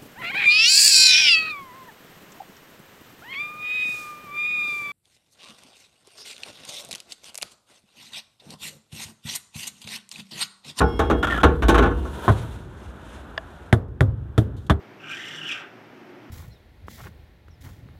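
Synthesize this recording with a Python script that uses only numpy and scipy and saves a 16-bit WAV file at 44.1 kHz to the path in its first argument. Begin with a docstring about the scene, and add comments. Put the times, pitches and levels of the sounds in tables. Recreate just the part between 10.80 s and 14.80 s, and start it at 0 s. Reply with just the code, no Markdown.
"""Steel tools knock, scrape and ring on the bare floor of an old car trunk.
A bag is dragged aside, rustling, and dumped with a thump. After one small click, a flat hand
pats the sheet metal four times: each pat slaps, bends the panel and makes the trunk boom.
Behind it are a faint wind rumble and a steady outdoor rush, which the recorder's automatic gain
turns down after loud blows. The close microphone overloads on the hardest ones."""
import sys
import numpy as np
from scipy import signal
from scipy.fft import rfft, irfft
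from scipy.io import wavfile
from scipy.ndimage import uniform_filter1d

SR = 44100
rng = np.random.default_rng(int(sys.argv[2]) if len(sys.argv) > 2 else 0)


def transcribe(u):
    """Save the signal u as a 16-bit wav file named by the first command-line argument.

    u: samples, shape (n,) or (channels, n), limited to [-1, 1]; the rate is SR.
    q: integer samples, one column per channel.
    """
    v = np.clip(np.atleast_2d(u).T, -1, 1)
    q = np.round(v * 32767).astype(np.int16)
    wavfile.write(sys.argv[1], SR, q)


N = 176400
T = np.arange(SR) / SR  # one second of time, the length of each short sound


def amp(db):
    """Turns decibels into a number to multiply a sound by."""
    return 10 ** (np.asarray(db) / 20)


def fade(fade_s, hold_s=0):
    """Stays full for hold_s, then dies away. Everywhere, fade_s is the time to fall by 60 dB."""
    return np.exp(-np.log(1000) * np.maximum(T - hold_s, 0) / fade_s)


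def read(points, hz):
    """Looks up a value between the rows of a (pitch_hz, value) table, spacing octaves evenly."""
    pitch_hz, value = np.transpose(points)
    return np.interp(np.log(hz + 1), np.log(pitch_hz + 1), value)


def add(mix, start_s, sound):
    """Adds a sound to the mix at its start time."""
    part = mix[max(round(start_s * SR), 0):][:len(sound)]
    part += sound[:len(part)]


def unit(x, size=1100):
    """Scales a sound so that its first `size` samples have an average strength (rms) of 1."""
    return x / np.sqrt(np.mean(x[:size] ** 2) + 1e-20)


def colour(x, spectrum, size=8192):
    """Makes each pitch louder or softer, following a (pitch_hz, level_db) table."""
    hz = abs(np.fft.fftfreq(size, 1 / SR))
    log_gain = np.log(amp(np.maximum(read(spectrum, hz), -100)))
    response = np.exp(np.conj(signal.hilbert(log_gain)))  # nothing sounds ahead of a hit
    taps = np.fft.ifft(response).real[:size // 2]
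    return signal.fftconvolve(x, taps)[:len(x)]


def balance(x, levels_db, size=1100):
    """Filters a blow so that its start comes near the given level in five bands, bass to treble."""
    # borders of the five bands: edge_hz
    band_edges = [35, 160, 600, 2200, 4500, 16000]
    hz = np.array(band_edges)
    power = abs(rfft(x[:size], SR)) ** 2 * 2 / (SR * size)
    now_db = [10 * np.log10(power[low:high].sum() + 1e-20) for low, high in zip(hz, hz[1:])]
    centres_hz = np.sqrt(hz[1:] * hz[:-1])
    return colour(x, list(zip(centres_hz, np.array(levels_db) - now_db)))


def burst(spectrum, fades, hold_s):
    """Countless close tones blur into noise; after hold_s, each band dies at its own speed."""
    noise = rfft(rng.standard_normal(SR))
    centres_hz = np.geomspace(60, 12000, num=8)
    out = np.zeros(SR)
    for hz, share in zip(centres_hz, np.eye(len(centres_hz))):
        band_gain = read(list(zip(centres_hz, share)), np.arange(len(noise)))
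        out += irfft(noise * band_gain, SR) * fade(read(fades, hz), hold_s)
    return unit(colour(out, spectrum))


def ring(tones, pitch_ratio=1, scatter_db=0):
    """An object's own tones die away; scatter_db varies their levels, as hitting a new spot does."""
    out = np.zeros(SR)
    for hz, db, fade_s in tones:
        gain = amp(db + scatter_db * rng.standard_normal())
        out += gain * fade(fade_s) * np.sin(2 * np.pi * hz * pitch_ratio * T)
    return out


def struck(tones, hits):
    """A small object's tones swell and ring on after each hit."""
    out = np.zeros(N)
    ringing = sum(ring([tone]) * (1 - np.exp(-T / swell_s)) for *tone, swell_s in tones)
    for start_s, db in hits:
        add(out, start_s, amp(db) * ringing)
    return out


def chatter(length_s, count=6):
    """A few quick, random taps as steel settles."""
    out = np.zeros(SR)
    strengths = rng.standard_normal(count)
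    times_s = np.r_[0, rng.random(count - 1)] * length_s
    out[(times_s * SR).astype(int)] = strengths
    return out


def flow(spectrum, levels, flutter_db):
    """Fluttering noise that grows and shrinks along a (time_s, level_db) table."""
    flutter = unit(uniform_filter1d(rng.standard_normal(N), size=900), size=N)
    noise = colour(rng.standard_normal(N), spectrum)
    level_db = np.interp(np.arange(N) / SR, *np.transpose(levels))
    return unit(noise * amp(flutter_db * flutter), size=N) * amp(level_db)


def outdoors():
    """Wind rumbles under a steady rush that the recorder turns down after loud blows."""
    # tone colour of the rush and the rumble: pitch_hz, level_db
    rush_spectrum = [(88, -38), (150, -6.5), (398, -9), (534, -5), (1020, -6.5), (1100, -8.5), (1500, -6),
                     (2140, -23), (3550, -22.5), (4490, -37), (10800, -41.5), (13400, -40), (15100, -61),
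                     (16000, -59)]
    rumble_spectrum = [(20, -7.5), (35, -19), (48, 6.5), (75, 5.5), (115, -7.5), (180, -7), (400, -10.5),
                       (1500, -72)]
    # the rush dips and slowly comes back, a set curve imitating automatic gain: time_s, level_db
    rush_gain = [(0, -55), (.8, -62), (1.3, -57), (1.9, -50), (2.3, -46), (2.91, -48.5), (2.95, -62),
                 (3.2, -59), (3.5, -56.5), (3.62, -52.5), (4, -62)]
    # how loud the rumble is: time_s, level_db
    rumble_levels = [(0, -28.5), (1.1, -26), (1.4, -36), (1.899, -38.5), (2.9, -43.5), (3.1, -40.5),
                     (4, -43.5)]
    rush = flow(rush_spectrum, rush_gain, flutter_db=0.43)
    return rush + flow(rumble_spectrum, rumble_levels, flutter_db=1.5)


def sleeve(release_s=0.0085):
    """Cloth brushes briefly as the arm lifts."""
    # brushes of the sleeve: start_s, level_db, hold_s
    brushes = [(3.766, -59.5, .02), (3.791, -66, 0.066), (3.865, -59, 0.0043)]
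    # tone colour of the cloth: pitch_hz, level_db
    cloth_spectrum = [(1000, -22), (2400, -10), (3600, 1), (5000, -12), (7000, -9), (15000, -20)]
    out = np.zeros(N)
    for start_s, db, hold_s in brushes:
        rub = rng.standard_normal(SR) * np.exp(-np.maximum(T - hold_s, 0) / release_s)
        add(out, start_s, amp(db) * unit(colour(rub, cloth_spectrum)))
    return out


def click():
    """Something small and hard touches twice, so quickly that it sounds like one click."""
    # tones of the click: pitch_hz, level_db, fade_s, swell_s
    tones = [(655, -7, 0.051, 0.00068), (1060, 0.5, 0.015, 0.00084), (1710, 5.5, 0.016, 0.00082),
             (1816, -10, 0.017, 0.0013), (2880, -1.5, 0.013, .001), (3350, -2.5, 0.012, 0.00071),
             (3490, -14, 0.018, 0.00089), (4850, -6.5, 0.0088, 0.00053), (6562, -30, 0.022, 0.00081)]
    # the two touches: start_s, level_db
    hits = [(2.5763, -33), (2.578, -16.5)]
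    return struck(tones, hits)


def bag_drag_and_hiss():
    """The bag rubs and rustles; a faint hiss stays until the recorder turns it down at the first pat."""
    # tone colour of the rub, and of the rustle and hiss: pitch_hz, level_db
    rub_spectrum = [(120, -37), (200, -1.5), (762, -4.5), (820, -11.5), (950, 2), (1100, -14), (1450, -4),
                    (2170, -26), (3490, -15.5), (4940, -33), (9740, -29), (14600, -36), (16000, -41)]
    rustle_hiss_spectrum = [(2000, 11), (3600, 11), (4800, 0), (6500, 3.5), (10500, -1), (15000, -21.5)]
    # set loudness curves, with only steady hiss from 2.46 s: time_s, level_db
    rub_levels = [(1.1, -48), (1.23, -45), (1.26, -45), (1.36, -40), (1.47, -34.5), (1.62, -42.5),
                  (1.8, -48.5), (1.95, -89)]
    rustle_hiss_levels = [(.82, -108), (.9, -76), (1.15, -63), (1.3, -50), (1.45, -52), (1.6, -45),
                          (1.65, -58), (1.75, -53), (1.88, -64.5), (2.05, -54), (2.15, -63), (2.36, -51),
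                          (2.46, -63), (2.9, -63), (3, -89)]
    rub = flow(rub_spectrum, rub_levels, flutter_db=2.0)
    return rub + flow(rustle_hiss_spectrum, rustle_hiss_levels, flutter_db=1.7)


def floor_sway(pitch_hz=54.5, rise_s=.012, fade_s=.3):
    """The whole floor hums at its lowest tone while the load shifts on it."""
    # sways of the floor: start_s, level_db, hold_s
    sways = [(0.82, -11.5, 0.213), (1, -32, .04)]
    out = np.zeros(N)
    for start_s, db, hold_s in sways:
        swell = np.minimum(T / rise_s, 1) * fade(fade_s, hold_s)
        add(out, start_s, amp(db) * swell * np.sin(2 * np.pi * pitch_hz * T))
    return out


def wrench(stop_s=0.53, release_s=.03):
    """A knocked wrench rings freely until the skidding of the steel chokes it."""
    # tones of the wrench: pitch_hz, level_db, fade_s, swell_s
    tones = [(2169, -5, 2.2, .1), (2735, -9, .9, .15), (2826, -4, 3, .3), (3289, 6, 3, .22),
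             (4690, -18, .8, .03), (5373, -5, 1.15, .04)]
    # the knock that sets it ringing: start_s, level_db
    hits = [(.008, -42.5)]
    choke = np.exp(-np.maximum(np.arange(N) / SR - stop_s, 0) / release_s)
    return choke * struck(tones, hits)


def steel_bar():
    """A steel bar is knocked three times and rings on with high, thin tones."""
    # tones of the bar: pitch_hz, level_db, fade_s, swell_s
    tones = [(2143, 0, .7, .02), (2622, -2, .7, .02), (2840, -7, 1.6, .05), (3117, -3, .7, .02),
             (3591, -3, .6, .02), (4250, -9, .3, .01), (5895, -11, .6, .02), (8102, -17, .6, .02),
             (8430, -16, .4, .01)]
    # the knocks that set it ringing: start_s, level_db
    hits = [(.83, -54), (.889, -42.5), (1.026, -50)]
    return struck(tones, hits)


def tool_skids(slips_per_s=1500, grit_db=-18):
    """Steel sticks and slips on the floor, so each short skid scrapes and squeals at one pitch."""
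    # skids of the steel: start_s, level_db, hold_s, squeal_hz
    skids = [(.428, -18.5, 0.019, 1420), (0.47, -23.5, 0.013, 1380), (.499, -24.5, 0.025, 1792),
             (.524, -27.5, 0.018, 1380), (0.543, -27.5, 0.023, 1698), (0.574, -25, 0.0099, 1340),
             (0.6, -28.5, 0.013, 1433)]
    # tone colour of the scrape: pitch_hz, level_db
    scrape_spectrum = [(180, -15), (300, -0.5), (478, -17.5), (787, -5.5), (855, -14.5), (1390, -6),
                       (1750, -11.5), (2140, -23.5), (3400, -15), (4440, -40.5), (6190, -35), (14700, -46),
                       (16000, -80)]
    out = np.zeros(N)
    for start_s, db, hold_s, squeal_hz in skids:
        noise = rng.standard_normal(SR)
        slips = rng.random(SR) < slips_per_s / SR
        rub = noise * (slips + amp(grit_db)) * fade(fade_s=.055, hold_s=hold_s)
        scrape = unit(colour(rub, scrape_spectrum))
        squeal_tone = ring([(squeal_hz, 0, .07)])  # fades in 0.07 s
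        squeal = unit(signal.fftconvolve(rub, squeal_tone)[:SR])
        add(out, start_s, amp(db) * unit(scrape + squeal))
    return out


def bag_and_hand_thumps(smack_db=6, pop_db=-4.5, panel_db=7.5, boom_rise_s=0.016):
    """A soft, heavy blow slaps and pops trapped air; then the panel bends and the trunk booms."""
    # the bag landing, then four pats: start_s, bass_db, body_db, slap_db, edge_db, treble_db,
    # slap_hz, contact_s, panel_pitch_ratio, bend_delay_s, boom_db
    blows = [(1.48, -13.5, -18.5, -14, -38, -46.5, 1066, 0.019, .86, 0.0095, -4.5),
             (2.9276, -11, -15.5, -18.5, -30.5, -40.5, 1880, 0.00033, 1.04, 0.0029, -6.5),
             (3.2078, -10, -22.5, -23, -34.5, -46.5, 1780, 0.0015, 1.16, 0.0028, -7.5),
             (3.579, -13, -16.5, -29.5, -35.5, -43.5, 1307, 0.006, .95, 0.00266, -5),
             (3.898, -13, -17.5, -18, -29, -43.5, 1163, 0.007, .88, 0.00708, -14)]
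    # tone colour of the slap and the boom: pitch_hz, level_db
    slap_spectrum = [(21, -38), (35, -31.5), (111, 5), (265, -15.5), (379, -19), (543, -33.5), (617, -17),
                     (883, -27), (1110, -25.5), (1200, -26.5), (1510, -26), (2660, -48), (3430, -36),
                     (4550, -54.5), (10300, -49), (14400, -66), (16000, -115)]
    boom_spectrum = [(35, -18.5), (55, -7.5), (75, -2.5), (115, -1), (150, -7), (180, -13), (220, -14.5),
                     (300, -16.5), (450, -18), (700, -28), (1400, -32.5), (2300, -48), (3500, -47),
                     (5000, -52), (14000, -50.5)]
    # how long each lasts, from low to high: pitch_hz, fade_s
    slap_fades = [(100, 0.033), (400, 0.12), (1500, 0.056), (3500, .06), (9000, 0.064)]
    boom_fades = [(70, 1.12), (140, 1.03), (220, 0.58), (450, 0.68), (1400, 0.43), (3500, 0.2),
                  (9000, 0.18)]
    # tones of the trapped air: ratio_to_slap_pitch, level_db, base_fade_s
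    air_tones = [(0.99, -2, 0.0076), (0.351, -4, 0.012)]
    # tones of the floor panel under a soft blow: base_pitch_hz, level_db, fade_s
    panel_tones = [(85, -3, 0.27), (115, -1, 0.14), (223, -12.5, 0.21), (334, -7, 0.11), (449, -18.5, 0.26)]
    snap = unit(colour(signal.unit_impulse(SR), slap_spectrum))
    out = np.zeros(N)
    for start_s, *levels_db, slap_hz, contact_s, pitch_ratio, bend_delay_s, boom_db in blows:
        blow = snap + amp(smack_db) * burst(slap_spectrum, slap_fades, contact_s)
        pop_tones = [(ratio * slap_hz, db, fade_s + 2 * contact_s) for ratio, db, fade_s in air_tones]
        blow += amp(pop_db) * unit(ring(pop_tones))
        add(blow, bend_delay_s, -amp(panel_db) * unit(ring(panel_tones, pitch_ratio)))
        swell = 1 - np.exp(-T / boom_rise_s)
        boom = unit(burst(boom_spectrum, boom_fades, contact_s) * swell, size=6000)
        add(out, start_s, balance(blow + amp(boom_db) * boom, levels_db))
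    return out


def tool_knocks(ring_db=-3, echo_db=-8.5, pitch_spread=.025):
    """Tools rattle on the metal floor, which clangs and rings on into the trunk."""
    # tools hitting the floor: start_s, bass_db, body_db, clang_db, edge_db, treble_db, rattle_s
    knocks = [(.005, -17.5, -19, -17.5, -38, -46, 0.015), (.192, -21.5, -19.5, -20.5, -35, -38.5, 0.012),
              (0.3, -27, -16.5, -20.5, -36.5, -45.5, .014), (0.633, -12, -13.5, -13, -25.5, -37.5, 0.011),
              (0.822, -27, -27.5, -25, -36, -47.5, 0.014),
              (0.884, -19.5, -12.5, -18.5, -26.5, -29.5, 0.017), (.944, -30, -29.5, -16, -32, -43.5, 0.013),
              (0.979, -29, -17, -20, -29.5, -42.5, 0.014), (1.023, -17.5, -22, -22, -35.5, -47, 0.018),
              (1.055, -24.5, -23.5, -24, -39.5, -56, .016), (1.108, -27, -53, -30.5, -59, -66, 0.00957),
              (1.252, -39, -43, -36.5, -64, -59, .008)]
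    # tones of the floor under steel: pitch_hz, level_db, fade_s
    floor_tones = [(68, 2, .55), (104, -8, .3), (151, -10, .55), (186, -9, .3), (275, -9, .4),
                   (326, -13, .3), (354, -13, .25), (447, -10, .37), (480, -6, .5), (656, -9, .3),
                   (805, -7, .24), (879, -8, .3), (1095, -7, .28), (1387, -8, .26), (1497, -8, .24),
                   (1725, -12, .22)]
    # tone colour of the clang: pitch_hz, level_db
    clang_spectrum = [(21, -16.5), (35, -11.5), (75, 2), (147, -18), (205, -14.5), (325, -8), (466, -11),
                      (586, -19.5), (666, -14.5), (883, -16.5), (954, -20.5), (1080, -13), (1260, -14.5),
                      (1370, -15.5), (1760, -21.5), (1950, -30), (3710, -34), (4920, -55), (6040, -45),
                      (7410, -52.5), (9820, -55), (13700, -60.5), (16000, -78)]
    # how long the clang and its echo in the trunk last: pitch_hz, fade_s
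    clang_fades = [(60, 0.11), (300, 0.35), (1200, 0.084), (3500, 0.11), (9000, 0.03)]
    echo_fades = [(70, 1), (200, 0.73), (500, 0.5), (1400, 0.38), (3500, 0.27), (9000, 0.15)]
    out = np.zeros(N)
    for start_s, *levels_db, rattle_s in knocks:
        taps = chatter(rattle_s)
        pitch_ratio = 1 + pitch_spread * rng.uniform(-1.026, 1)
        one_ring = ring(floor_tones, pitch_ratio, scatter_db=2)
        ringing = unit(signal.fftconvolve(taps, one_ring)[:SR])
        clang = burst(clang_spectrum, clang_fades, rattle_s) * np.interp(T, [0, rattle_s / 2], [0.99, 1])
        echo = burst(clang_spectrum, echo_fades, rattle_s)
        knock = clang + amp(ring_db) * ringing + amp(echo_db) * echo
        add(out, start_s, balance(knock, levels_db))
    return out


def scene():
    """Mixes the tools, bag, hand, click and background into one channel."""
    tools = tool_knocks() + floor_sway() + tool_skids() + wrench() + steel_bar()
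    mix = tools + bag_drag_and_hiss() + outdoors() + bag_and_hand_thumps() + click() + sleeve()
    return mix[None]


def record(dry, low_cut_hz=50, peak_limit=1.22, high_cut_hz=15700):
    """The microphone drops the deepest bass, rounds off the loudest peaks and cuts the top treble."""
    bass_cut = signal.butter(4, low_cut_hz, "high", fs=SR, output="sos")
    thinned = signal.sosfilt(bass_cut, dry)
    rounded = thinned / (1 + (thinned / peak_limit) ** 6) ** (1 / 6)
    treble_cut = signal.firwin(255, high_cut_hz, window=("kaiser", 9), fs=SR)
    return signal.oaconvolve(rounded, treble_cut[None], "same")


dry = scene()
out = record(dry)
transcribe(out)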